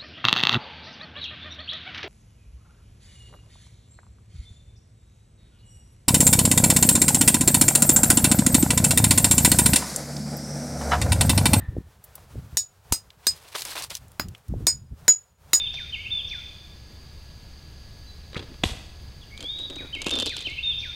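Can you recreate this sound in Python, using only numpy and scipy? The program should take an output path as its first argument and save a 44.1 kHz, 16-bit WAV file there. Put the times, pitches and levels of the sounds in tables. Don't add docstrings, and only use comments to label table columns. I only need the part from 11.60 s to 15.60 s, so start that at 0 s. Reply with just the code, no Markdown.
import sys
import numpy as np
from scipy import signal
from scipy.fft import rfft, irfft, next_fast_len
from scipy.io import wavfile
from scipy.ndimage import uniform_filter1d, minimum_filter1d, map_coordinates

SR = 44100
rng = np.random.default_rng(int(sys.argv[2]) if len(sys.argv) > 2 else 0)


def inscribe(sig):
    pcm = np.round(np.clip(np.atleast_2d(sig).T, -1, 1) * 32767)
    wavfile.write(sys.argv[1], SR, pcm.astype(np.int16))


N = 176400
TIME = np.arange(N) / SR

# time in seconds, level in dB.
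BACKGROUND_RIDE = [(0, -64), (.4, -60.5), (.7, -56), (.95, -57), (1.08, -63.5), (1.22, -65), (1.3, -53.5),
                   (1.42, -63), (1.57, -64), (1.7, -58), (2.45, -60), (2.85, -62), (3.03, -57.5),
                   (3.28, -69), (3.45, -56), (3.62, -65), (3.77, -72), (3.85, -58.5), (4, -49.5)]
# start and hold in seconds, hiss and gritty body levels in dB.
STROKES = [(1.626, 0.277, -54.5, -57), (1.917, 0.013, -49.5, -43.5), (1.942, 0.026, -45, -35.5),
           (1.951, 0.074, -34.5, -46.5), (2.046, 0.089, -37.5, -43.5), (2.151, 0.05, -35.5, -34.5),
           (2.218, 0.024, -33, -44), (2.297, 0.025, -36, -42.5), (2.326, .04, -41, -78)]


def amp(db):
    return 10 ** (np.asarray(db) / 20)


def unit(x):
    return x / np.sqrt(np.mean(x ** 2) + 1e-20)


def filtered(x, response):
    n = x.shape[-1]
    padded = next_fast_len(n + 8192)
    return irfft(rfft(x, padded) * response(np.fft.rfftfreq(padded, 1 / SR)), padded)[..., :n]


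def noise(eq, size=N):
    points_hz, db = np.transpose(eq)
    colour = lambda hz: amp(np.interp(np.log(hz + 1), np.log(points_hz + 1), db))
    return unit(filtered(rng.standard_normal(size), colour))


def wobble(per_s):
    return map_coordinates(rng.standard_normal(N // 8), [TIME * per_s], mode="wrap")


def envelope(t, rise, hold, t60):
    return (1 - np.exp(-np.maximum(t, 0) / rise)) * amp(-60 * np.maximum(t - hold, 0) / t60)


def add(track, start_s, sound):
    start = max(round(start_s * SR), 0)
    track[start:start + len(sound)] += sound[:max(N - start, 0)]


def air():
    # frequency in Hz, relative level in dB.
    hush_eq = [(240, -33.5), (400, 0), (928, -1.5), (1320, -4.5), (1400, -3.5), (2060, -9.5),
               (12700, -16.5), (15500, -17.5)]
    return amp(np.interp(TIME, *np.transpose(BACKGROUND_RIDE)) + 1.6 * wobble(28)) * noise(hush_eq)


def fading_ring():
    ring_eq = [(900, -18), (1600, -22), (1800, -4), (2100, -23.5), (3000, -31), (3800, -26.5),
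               (5000, -45)]
    return amp(-47) * envelope(TIME, 0.0034, 0, t60=0.6) * noise(ring_eq)


def wind():
    # centre and half width in seconds, rumble and flutter levels in dB.
    puffs = [(.01, .025, -34.5, -60), (.095, 0.015, -41, -51.5), (.14, 0.031, -34, -51),
             (0.179, 0.017, -32, -35.5), (.208, 0.0058, -48, -37.5), (.27, 0.029, -46.5, -70),
             (0.774, 0.028, -29.5, -47.5), (.83, 0.046, -38.5, -72.5), (.938, 0.011, -32.5, -52),
             (2.45, 0.079, -47.5, -67.5), (2.676, 0.037, -35, -52.5), (2.937, 0.024, -23, -47),
             (3.009, 0.048, -34, -46), (3.17, 0.088, -42.5, -71.5), (3.326, 0.011, -35.5, -67)]
    # frequency in Hz, relative level in dB.
    rumble_eq = [(20, -12.5), (40, -6), (65, 5), (110, 1), (200, -11.5), (350, -25.5), (700, -45),
                 (2000, -90.5)]
    flutter_eq = [(60, -7.5), (180, 0), (420, -4), (700, -27), (1500, -36.5), (5000, -47.5)]
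    # time in seconds, peak in dB, centre frequency in Hz.
    bumps = [(.092, -20.5, 68), (0.168, -19.5, 352), (.186, -20, 137), (.757, -30.5, 323), (.799, -33, 104),
             (1.3233, -19.5, 62.6), (1.3249, -17, 220.5), (2.926, -19.5, 152), (2.94, -23.5, 430)]
    breeze_db = 3 + np.interp(TIME, *np.transpose(BACKGROUND_RIDE)) + 3 * wobble(6.8)
    rumble_power, flutter_power = amp(breeze_db) ** 2, np.zeros(N)
    for centre, width, rumble_db, flutter_db in puffs:
        swell = np.exp(-((TIME - centre) / width) ** 2)
        rumble_power += amp(rumble_db) ** 2 * swell
        flutter_power += amp(flutter_db) ** 2 * swell
    rumble = noise(rumble_eq)
    rumble /= np.sqrt(np.abs(uniform_filter1d(rumble ** 2, size=1800)) + 0.1)
    lumpy_rumble = unit(rumble * amp(4 * wobble(31)))
    flutter = unit(noise(flutter_eq) * amp(7 * wobble(130)))
    out = np.sqrt(rumble_power) * lumpy_rumble + np.sqrt(flutter_power) * flutter
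    for centre, db, hz in bumps:
        spread = (np.pi * hz * (TIME - centre)) ** 2
        out += amp(db) * (1 - 2 * spread) * np.exp(-spread)
    return out


def ticks():
    # start in seconds, level in dB, centre in Hz,
    # half width in octaves, t60 in seconds.
    contacts = [(0.44, -37, 12200, 0.66, 0.048), (.554, -32, 11900, 0.72, 0.032),
                (.58, -41.5, 930, 0.48, 0.032), (1.504, -41.5, 3180, 0.5, 0.018),
                (2.008, -28, 5500, 1, 0.013), (2.0203, -21, 4350, 0.92, 0.017),
                (2.0514, -24.5, 6750, 1.1, 0.02), (2.223, -19.5, 5000, 0.84, 0.0075),
                (2.3039, -25.5, 6000, 0.49, 0.012), (2.352, -18, 5640, 0.72, 0.011),
                (2.369, -31.5, 5940, 0.7, 0.018), (2.482, -49, 10000, 0.76, .02),
                (2.518, -43.5, 8900, 1.8, .015), (2.685, -39.5, 5600, 1.5, 0.021),
                (2.7494, -38, 2960, 0.37, 0.022), (2.779, -52.5, 9000, 1.4, 0.02),
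                (2.882, -49.5, 8000, 1.3, .04)]
    grit = [(start + when * hold, db - 1.5 + 8 * (size - .5), 2560 * 2 ** (3 * (pitch - .5)), .29, .021)
            for start, hold, db, _ in STROKES for when, size, pitch in rng.random((3, 3))]
    out, t = np.zeros(N), TIME[:SR // 8]
    for start, db, centre_hz, octaves, t60 in list(contacts) + grit:
        bell = lambda hz: 1 / (1 + (np.log2((hz + 1) / centre_hz) / octaves) ** 2)
        band = unit(filtered(rng.standard_normal(len(t)), bell))
        add(out, start, amp(db) * band * envelope(t, .0001, 0, t60))
    return out


def rippled(x):
    depth_db, spacing_hz = 4.5, 170.1
    knots = rng.standard_normal(1000)
    ripple = lambda hz: amp(depth_db * map_coordinates(knots, [hz / spacing_hz], mode="wrap"))
    return unit(filtered(x, ripple))


def ring(t, hz, db, t60, rise):
    level_jitter, phase_jitter = (
        0.21 * map_coordinates(rng.standard_normal(400), [t * 280], mode="wrap") for _ in range(2))
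    tone = np.sin(2 * np.pi * (hz * t + rng.random()) + phase_jitter)
    return amp(db) * envelope(t, rise, 0, t60) * (1 + level_jitter) * tone


def hammer():
    # start in seconds; crack level, top shelf gain and knock level in dB;
    # ring length as a factor; relative levels of the four main modes in dB.
    blows = [(0.97, -14, -2.5, -32, 0.88, -25.5, -18.5, -14.5, -20),
             (1.3227, -13, -1, -22, 1, -22, -35, -37, -20),
             (1.6677, -14.5, 1.5, -25, 0.74, -8, -33, -23.5, -12),
             (2.596, -29, 6.5, -20, 0.57, -22.5, -27, -31.5, -39),
             (3.068, -12.5, -1.5, -18.5, 0.93, -11, -24, -13.5, -13),
             (3.4799, -13.5, -6.5, -17.5, 0.87, -18, -28, -2, -28),
             (3.932, -10.5, 3, -18.5, 0.86, -14, -22, -6, -13.5)]
    # pitch in Hz, t60 in seconds, then a partner mode's
    # pitch in Hz, level against the main mode in dB and t60 in seconds. 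Each blow scales the t60s.
    main_modes = [(4995, .14, 4985, -8, .1), (5449, 0.099, 6800, -11.5, 0.057),
                  (6858, .16, 6900, -13, 0.22), (8164, .11, 8235, -4, 0.11)]
    # pitch in Hz, dB against the crack, base t60 in seconds.
    weak_modes = [(4095, -20, .08), (4090, -14, 0.039), (4880, -23, 0.098), (6150, -29, 0.034),
                  (6684, -7.5, 0.12), (7170, -18.5, .11), (7590, -16.5, 0.037), (10320, -15, 0.079),
                  (10850, -13.5, 0.073), (13770, -16.5, .1), (13800, -12, 0.082)]
    # pitch in Hz, dB against the knock, t60 in seconds.
    knock_modes = [(195, -16.5, 0.07), (322.4, -17.5, 0.12), (597.6, -18, .06), (1010, -17, 0.072),
                   (2065, -14.5, 0.037)]
    # frequency in Hz, relative level in dB.
    crack_eq = [(300, -35), (2000, -14.5), (3000, -15), (3900, 3.5), (4600, -1), (6500, 2.5), (8300, -2.5),
                (9400, -7), (11000, -5), (15000, -9.5)]
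    knock_eq = [(40, -12.5), (120, -16), (230, -2), (500, -2), (750, -1.5), (1100, -1.5), (2100, -0.5),
                (3000, -7), (8000, -37)]
    attack_s, hold_s, scatter_rise_s, bloom_s = 0.00048, 0.0028, 0.0047, 0.015
    ring_boost_db, shelf_hz = 5, 11000
    out, t = np.zeros(N), TIME[:SR // 3]
    crack_shape = envelope(t, attack_s, hold_s, 0.01) + amp(-8.5) * envelope(t, scatter_rise_s, 0, 0.13)
    knock_shape = envelope(t, attack_s, hold_s, 0.0077) + amp(-14) * envelope(t, scatter_rise_s, 0, 0.14)
    for start, crack_db, shelf_db, knock_db, length, *mode_dbs in blows:
        top_shelf = lambda hz: amp(shelf_db * (1 - 1 / (1 + (hz / shelf_hz) ** 10)))
        crack = crack_shape * filtered(rippled(noise(crack_eq, len(t))), top_shelf)
        knock = knock_shape * rippled(noise(knock_eq, len(t)))
        blow = amp(crack_db) * crack + amp(knock_db) * knock
        for db, (hz, t60, partner_hz, partner_db, partner_t60) in zip(mode_dbs, main_modes):
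            main = ring(t, hz, db, t60 * length, bloom_s)
            partner = ring(t, partner_hz, db + partner_db, partner_t60 * length, bloom_s)
            blow += amp(ring_boost_db) * (main + partner)
        for hz, db, t60 in weak_modes:
            detuned_hz = hz * rng.normal(1, 0.0058)
            blow += ring(t, detuned_hz, crack_db + db + rng.normal(0, 1.5), t60 * length, attack_s)
        for hz, db, t60 in knock_modes:
            blow += ring(t, hz * rng.normal(1, 0.021), knock_db + db, t60, attack_s)
        add(out, start, blow)
    return out


def far_echo(taps):
    t = TIME[:SR // 3]
    tail = rng.standard_normal(len(t)) * envelope(t, .02, 0, t60=0.47)
    return amp(-40) * signal.fftconvolve(taps, tail / np.linalg.norm(tail))[:N]


def scrapes():
    # frequency in Hz, relative level in dB.
    hiss_eq = [(300, -30), (1500, -8.5), (3000, 0.5), (4500, 2), (6500, -3), (8500, -1), (12000, -5),
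               (15500, -11.5)]
    body_eq = [(100, -33.5), (300, 4), (900, 9.5), (1800, 5.5), (3200, 2), (6000, -4), (12000, -60.5)]
    # centre and width in Hz, relative level in dB.
    crunch_modes = [(978, 103, 3.5), (1250, 200, -4), (2530, 750, -1.5), (2900, 210, -4), (3440, 200, -2),
                    (4200, 350, -4.5), (4940, 250, -8)]
    hiss_power, body_power = np.zeros(N), np.zeros(N)
    for start, hold, hiss_db, body_db in STROKES:
        stroke = envelope(TIME - start, 0.0038, hold, t60=.085)
        hiss_power += (amp(hiss_db) * stroke) ** 2
        body_power += (amp(body_db) * stroke) ** 2
    slips_per_s = 270
    slips = (rng.random(N) < slips_per_s / SR) * rng.standard_normal(N)
    resonances = lambda hz: sum(
        (-1) ** k * amp(db) * 1j * hz * width / (centre ** 2 - hz ** 2 + 1j * hz * width)
        for k, (centre, width, db) in enumerate(crunch_modes))
    crunch = unit(filtered(slips, resonances))
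    grainy = lambda eq: unit(noise(eq) * amp(2.5 * wobble(600) + 3 * wobble(70)))
    hiss = np.sqrt(hiss_power) * grainy(hiss_eq)
    body = np.sqrt(body_power) * (amp(-1.5) * grainy(body_eq) + amp(-4) * crunch)
    return hiss + body


def scene():
    taps = hammer()
    taps += far_echo(taps)
    mid = taps + scrapes() + ticks() + wind() + air() + fading_ring()
    side = amp(-44) * filtered(taps, lambda hz: 1j * (hz / 8000) ** 3)
    return np.array([mid + side, mid - side])


def record(dry):
    ceiling_db, release_db_per_s, low_cut_hz, high_cut_hz = -3, 305, 22, 16100
    over_db = np.maximum(20 * np.log10(np.abs(dry).max(axis=0) + 1e-9) - ceiling_db, 0)
    recovery_db = release_db_per_s * TIME
    reduction_db = np.maximum.accumulate(over_db + recovery_db) - recovery_db
    gain = uniform_filter1d(minimum_filter1d(amp(-reduction_db), size=45), size=45)
    limited = filtered(dry * gain, lambda hz: hz ** 2 / np.sqrt(hz ** 4 + low_cut_hz ** 4))
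    return filtered(limited, lambda hz: 1 / np.sqrt(1 + (hz / high_cut_hz) ** 120))


dry = scene()
out = record(dry)
inscribe(out)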